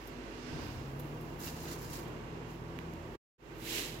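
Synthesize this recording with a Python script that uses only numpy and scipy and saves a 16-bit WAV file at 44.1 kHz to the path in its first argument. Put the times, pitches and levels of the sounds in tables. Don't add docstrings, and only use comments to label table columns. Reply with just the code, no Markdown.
import sys
import numpy as np
from scipy import signal
from scipy.fft import rfft, irfft
from scipy.io import wavfile

SR = 44100
rng = np.random.default_rng(int(sys.argv[2]) if len(sys.argv) > 2 else 0)


def pcm_store(signal):
    levels = np.round(np.clip(np.atleast_2d(signal), -1, 1) * 32767)
    wavfile.write(sys.argv[1], SR, levels.astype(np.int16).T)


N = 176400
T = np.arange(N) / SR
BIN_HZ = np.arange(N // 2 + 1) * SR / N


def undb(db):
    return 10 ** (np.asarray(db) / 20)


def curve(rows, column=1):
    rows = np.array(rows)
    return np.interp(T, rows[:, 0], rows[:, column])


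def per_bin(points):
    hz, value = np.array(points).T
    return np.interp(np.log(BIN_HZ + 1e-3), np.log(hz), value)


def sides(pan_db):
    gains = undb(np.array([[.5], [-.5]]) * pan_db)
    return gains / np.sqrt(np.mean(gains ** 2, axis=0))


def noise():
    return rng.standard_normal((2, N))


def drift(rate_hz):
    return 1.2 * np.interp(T * rate_hz, np.arange(4000), rng.standard_normal(4000))


# frequency in Hz, L/R correlation.
CORRELATION = [(100, 0.8), (260, 0.95), (450, 0.74), (750, 0.32), (1300, -0.25), (3000, 0.031),
               (16000, -0.052)]


def colour(white, tone, pan_db=0):
    gain = undb(per_bin(tone))
    angle = np.arcsin(np.clip(per_bin(CORRELATION), -.99, .99)) / 2
    left, right = rfft(white)
    pair = np.array([left, right]) * np.cos(angle) + np.array([right, left]) * np.sin(angle)
    return irfft(pair * sides(pan_db) * gain / np.sqrt(np.mean(gain ** 2)), N)


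def ring(x, resonances):
    gain = 1 + sum((undb(db) - 1) / (1 + 2j * (BIN_HZ - hz) / width) for hz, width, db in resonances)
    return irfft(rfft(x) * gain, N)


# centre in Hz, width in Hz, boost in dB.
ROOM_MODES = [(225, 6.5, 4), (242.8, 4.2, 4.5), (324.3, 14, 4), (339, 4.5, 5), (424, 14, 3.5), (475, 20, 2),
              (699, 5.5, 5.5), (945, 45, 3), (1141, 11, 6.5), (1544, 24, 4), (2765, 70, 4.5)]
# frequency in Hz, relative density in dB.
KITCHEN_TONE = [(20, -22.5), (45, -6.5), (70, -14.5), (130, 2), (190, -10), (245, -2), (290, -4.5),
                (340, -0.5), (450, -4), (650, -11.5), (1000, -12), (1500, -14.5), (2000, -15),
                (2800, -18.5), (3500, -24), (5000, -29), (7500, -32), (8600, -42), (13000, -41.5),
                (16000, -53.5)]
# frequency in Hz, L-R in dB.
KITCHEN_PAN = [(300, -1.5), (900, -3), (1500, -6), (2200, -10.5), (3100, -15.5), (5000, -11), (7500, -12.5),
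               (8700, 1.5), (10500, -9), (14000, -18.5)]
# time in seconds, level in dB.
DRONE_LEVEL = [(0, -64.5), (.25, -55.5), (.6, -52), (.75, -72.5), (1.1, -77)]
AIR_DB, FLICKER_DB, MAINS_HZ, MAINS_DB = -48, 0.69, 49.15, -55.5


def kitchen():
    air = noise() * undb(AIR_DB + FLICKER_DB * drift(12))
    air = ring(colour(air, KITCHEN_TONE, per_bin(KITCHEN_PAN)), ROOM_MODES)
    drone_tone = [(150, -47), (228, -18), (245, 4), (275, -8), (450, -54)]  # Hz, dB
    drone = colour(noise() * undb(curve(DRONE_LEVEL)), drone_tone)
    hum = np.sqrt(2) * undb(MAINS_DB + .8 * drift(9.1)) * np.sin(2 * np.pi * MAINS_HZ * T)
    return air + drone + hum


# time in seconds, level in dB.
BRUSH_LEVEL = [(0, -58.5), (.2, -62.5), (.47, -50.5), (.62, -48.5), (.8, -55.5), (.95, -68)]
# frequency in Hz, relative density in dB.
BRUSH_TONE = [(150, -14.5), (280, 19), (600, -3), (1500, 7), (2800, 5), (3700, 1.5), (5100, 3.5),
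              (7000, -6), (9000, -14), (13000, -27), (16000, -32)]


def brush():
    rubbing = noise() * undb(curve(BRUSH_LEVEL))
    return ring(colour(rubbing, BRUSH_TONE, per_bin(KITCHEN_PAN)), ROOM_MODES)


def grains(per_s, spread_db):
    hits = rng.random(N) < per_s / SR
    size = undb(spread_db * np.minimum(rng.exponential(size=N), 6))
    impulses = hits * size * noise()
    return impulses / np.std(impulses)


def scatter(x, decay_s=.012, wet_db=-4):
    tail = rng.standard_normal((2, 8192)) * np.exp(-T[:8192] / decay_s)
    tail /= np.sqrt(np.sum(tail ** 2, axis=1, keepdims=True))
    reflected = signal.fftconvolve(x, tail, axes=1)[:, :N]
    return (x + undb(wet_db) * reflected) / np.hypot(1, undb(wet_db))


# time in seconds, level in dB.
STIR_LEVEL = [(0, -87), (.07, -68), (.2, -75), (.9, -68.5), (1.02, -80), (1.17, -69.5), (1.22, -69),
              (1.385, -70), (1.405, -49.5), (1.475, -46), (1.515, -53), (1.62, -53), (1.68, -51.5),
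              (1.718, -45.5), (1.78, -56.5), (1.83, -49), (1.885, -57.5), (1.935, -45.5), (2.0, -53),
              (2.05, -63.5), (2.2, -91), (2.44, -88.5), (2.51, -62), (2.6, -79)]
TOUCH_LEVEL = [(0, -67), (.08, -64), (.2, -95), (.45, -84), (.65, -61.5), (.85, -70), (.97, -66),
               (1.01, -62), (1.09, -66), (1.19, -68), (1.23, -64), (1.36, -71), (1.46, -43.5), (1.53, -72),
               (2.0, -61.5), (2.15, -73), (2.44, -81), (2.51, -66.5), (2.6, -74), (3.15, -71.5)]
# frequency in Hz, relative density in dB.
SKIN_TONE = [(400, -18), (950, -4.5), (1500, 0), (3000, -2), (5000, 1), (7300, 1), (8800, -7),
             (11000, -3.5), (13300, -2.5), (16000, -5)]
FIZZ_TONE = [(3000, -34), (7000, -10.5), (8800, -10), (11000, -1.5), (13500, 2), (16000, -1.5)]
# frequency in Hz, L-R in dB.
SKIN_PAN = [(1500, -10), (4500, -1), (7000, -10), (9000, 4), (12000, 0.5), (15000, -2)]
# centre in Hz, width in Hz, boost in dB.
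BOWL_MODES = [(962, 50, 16), (2740, 88, 7.5)]
PATCHY_DB = 1.44


def skins():
    effort = undb(curve(STIR_LEVEL) + PATCHY_DB * drift(130))
    stirred = scatter(grains(per_s=8600, spread_db=1.5) * effort)
    stirred = ring(colour(stirred, SKIN_TONE, per_bin(SKIN_PAN)), BOWL_MODES)
    touched = scatter(grains(per_s=4500, spread_db=2) * undb(curve(TOUCH_LEVEL)))
    return stirred + colour(touched, FIZZ_TONE, pan_db=-7.5)


# start in seconds, level in dB, L-R in dB.
CRACKS = [(.0737, -46, -5), (0.9978, -50, 6), (1.208, -57, -9), (1.4035, -52, 2), (1.6268, -52, 2),
          (1.633, -52, 1), (1.672, -51, 2), (1.7148, -43, -3), (1.829, -42, 3), (1.838, -47.5, -3),
          (1.904, -44, 6), (1.9334, -41, 5), (1.9367, -41, 9.5), (1.9723, -39, 1), (2.079, -49, 2)]
# frequency in Hz, relative density in dB.
CRACK_TONE = [(800, -33.5), (3000, -2.5), (7000, -6), (8700, -8), (10500, -1), (14000, 6.5), (16000, -20.5)]
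CRACK_DECAY_S = 0.00078


def cracks():
    envelope = 0
    for start, db, pan_db in CRACKS:
        decay = (T >= start) * np.exp(-np.abs(T - start) / CRACK_DECAY_S)
        envelope += undb(db) * sides(pan_db) * decay
    return colour(envelope * noise(), CRACK_TONE)


# peak time in seconds, level in dB, decay in seconds, L-R in dB.
CRINKLES = [(0.076, -47, 0.0039, 2), (0.997, -45, 0.0049, 1), (1.209, -56, .008, -8),
            (1.396, -51.5, 0.0098, 0), (1.631, -47, 0.01, 3), (1.817, -53, .005, 2)]
CRINKLE_ATTACK_S = .002


def crinkles():
    envelope = 0
    for peak_s, db, decay_s, pan_db in CRINKLES:
        shape = np.exp(-np.maximum((peak_s - T) / CRINKLE_ATTACK_S, (T - peak_s) / decay_s))
        envelope += undb(db) * sides(pan_db) * shape
    return colour(scatter(envelope * grains(per_s=21000, spread_db=4)), CRACK_TONE)


# time in seconds, firing rate in Hz, harmonics 2, 3 and 4 in dB, rumble in dB.
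ENGINE = [(.3, 30, -85, -70, -75, -72), (.48, 30, -80, -64, -79, -53.5), (.6, 31, -49, -55, -64, -47),
          (.78, 32.46, -62, -47.5, -46, -50.5), (.9, 34, -53, -65, -44.5, -49.5),
          (1.22, 38.22, -67, -52, -48, -49), (1.54, 40.1, -52, -73, -53, -49),
          (1.8, 40.8, -55.5, -52, -52, -49.5), (2.1, 40.8, -59, -51, -54.5, -49.5),
          (2.5, 41, -62, -50.5, -53.5, -51), (2.84, 41.4, -52.5, -55, -48, -51),
          (3.14, 40.5, -57.5, -57, -55.5, -51.5), (3.45, 41, -68.5, -75.5, -65.5, -87),
          (4, 41, -81, -52.5, -55.5, -51.5)]
# frequency in Hz, relative density in dB.
RUMBLE_TONE = [(30, -26), (70, -10.5), (130, -1), (190, -6.5), (260, -4.5), (380, -8), (600, -12),
               (1000, -12), (1600, -25.5), (3000, -53), (8000, -59)]


def engine():
    firing_hz = curve(ENGINE) * (1 + 0.0048 * drift(15))
    phase = 2 * np.pi * np.cumsum(firing_hz) / SR
    harmonics = 0
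    for k in (2, 3, 4):
        level_db = curve(ENGINE, column=k) + 0.7 * drift(15)
        harmonics += np.sqrt(2) * undb(level_db) * np.sin(k * phase)
    throb = 1 + 0.17 * np.cos(phase)
    rumble = noise() * throb * undb(curve(ENGINE, column=5))
    return harmonics + ring(colour(rumble, RUMBLE_TONE), ROOM_MODES)


# peak time in seconds, level in dB, half-width in seconds, centre in Hz.
BUMPS = [(0.545, -42.5, 0.041, 128.4), (0.62, -48.5, 0.059, 260), (0.637, -50.5, 0.035, 78.5),
         (0.784, -45.5, .03, 68)]


def bumps():
    out = 0
    for peak_s, db, width_s, hz in BUMPS:
        push = noise() * undb(db) * np.exp(-((T - peak_s) / width_s) ** 2)
        out += colour(push, [(hz / 2, -18), (hz, 0), (hz * 2, -11), (hz * 10, -60)])
    return out


# peak time in seconds, level in dB, half-width in seconds.
SCRAPES = [(1.476, -47, 0.02), (1.575, -54.5, .03), (1.684, -50, .027)]
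# frequency in Hz, relative density in dB.
SCRAPE_TONE = [(600, -17), (1400, 6.5), (4000, 3.5), (6200, 2.5), (8500, -25.5), (16000, -30)]


def scrapes():
    envelope = sum(undb(db) * np.exp(-((T - peak_s) / width_s) ** 2) for peak_s, db, width_s in SCRAPES)
    friction = scatter(envelope * grains(per_s=3000, spread_db=0))
    return ring(colour(friction, SCRAPE_TONE, pan_db=-5), BOWL_MODES)


# time in seconds, snap in dB, body in dB.
TICKS = [(2.7894, -31.5, -28.5), (2.921, -45, -63), (2.9369, -33.5, -53)]
# frequency in Hz, relative density in dB.
SNAP_TONE = [(800, -6), (3000, -4), (7000, 2), (9000, -9), (13000, 3), (16000, -2.5)]
TICK_HZ, TICK_BODY_S = 2100, 0.00022


def ticks():
    snap, body = 0, 0
    for time_s, snap_db, body_db in TICKS:
        age = T - time_s
        snap += undb(snap_db) * np.sinc(age * SR)
        body += undb(body_db) * np.cos(2 * np.pi * TICK_HZ * age) * np.exp(-(age / TICK_BODY_S) ** 2)
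    return (colour(np.array([snap, snap]), SNAP_TONE) + body) * sides(pan_db=-24)


# time in seconds, level in dB.
SWISH_LEVEL = [(3.53, -73), (3.64, -48), (3.7, -40), (3.745, -36.5), (3.79, -36), (3.84, -40.5),
               (3.92, -48.5), (4, -56)]
# frequency in Hz, relative density in dB.
SWISH_TONE = [(150, -11.5), (340, 1.5), (700, -11), (1300, -11), (2000, -1.5), (3100, 0), (4500, -4),
              (6200, -6.5), (7600, -6), (8800, -13), (12500, -9.5), (16000, -17)]
# frequency in Hz, L-R in dB.
SWISH_PAN = [(1000, 1.5), (2800, -9.5), (4500, -6.5), (7500, -9.5), (9000, -1.5), (14000, -3.5)]
# centre in Hz, width in Hz, gain in dB.
SWISH_MODES = [(2800, 180, 2.5), (3400, 78, -2), (3985, 48, 7)]
HISS_LEAD_S, HISS_RELATIVE_DB = 0.045, -12


def swish():
    level_db, pan_db = curve(SWISH_LEVEL), per_bin(SWISH_PAN)
    rub = grains(per_s=16000, spread_db=-0.5) * undb(level_db + 0.55 * drift(110))
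    hiss = noise() * undb(np.interp(T + HISS_LEAD_S, T, level_db) + HISS_RELATIVE_DB)
    return ring(colour(rub, SWISH_TONE, pan_db), SWISH_MODES) + colour(hiss, FIZZ_TONE, pan_db)


def scene():
    garlic = skins() + scrapes() + crinkles() + cracks()
    return garlic + ticks() + brush() + swish() + bumps() + engine() + kitchen()


CUT_S, CUT_DECAY_S, RESUME_S, FADE_S, TOP_HZ = 3.155, 0.0044, 3.38, 0.097, 15800


def record(dry):
    cut = np.exp(-np.maximum(T - CUT_S, 0) / CUT_DECAY_S)
    fade_in = 1 - np.exp(-(np.maximum(T - RESUME_S, 0) / FADE_S) ** 1.1)
    lowpass = signal.ellip(10, .2, 70, TOP_HZ, fs=SR, output="sos")
    return signal.sosfilt(lowpass, dry * (cut + fade_in))


dry = scene()
out = record(dry)
pcm_store(out)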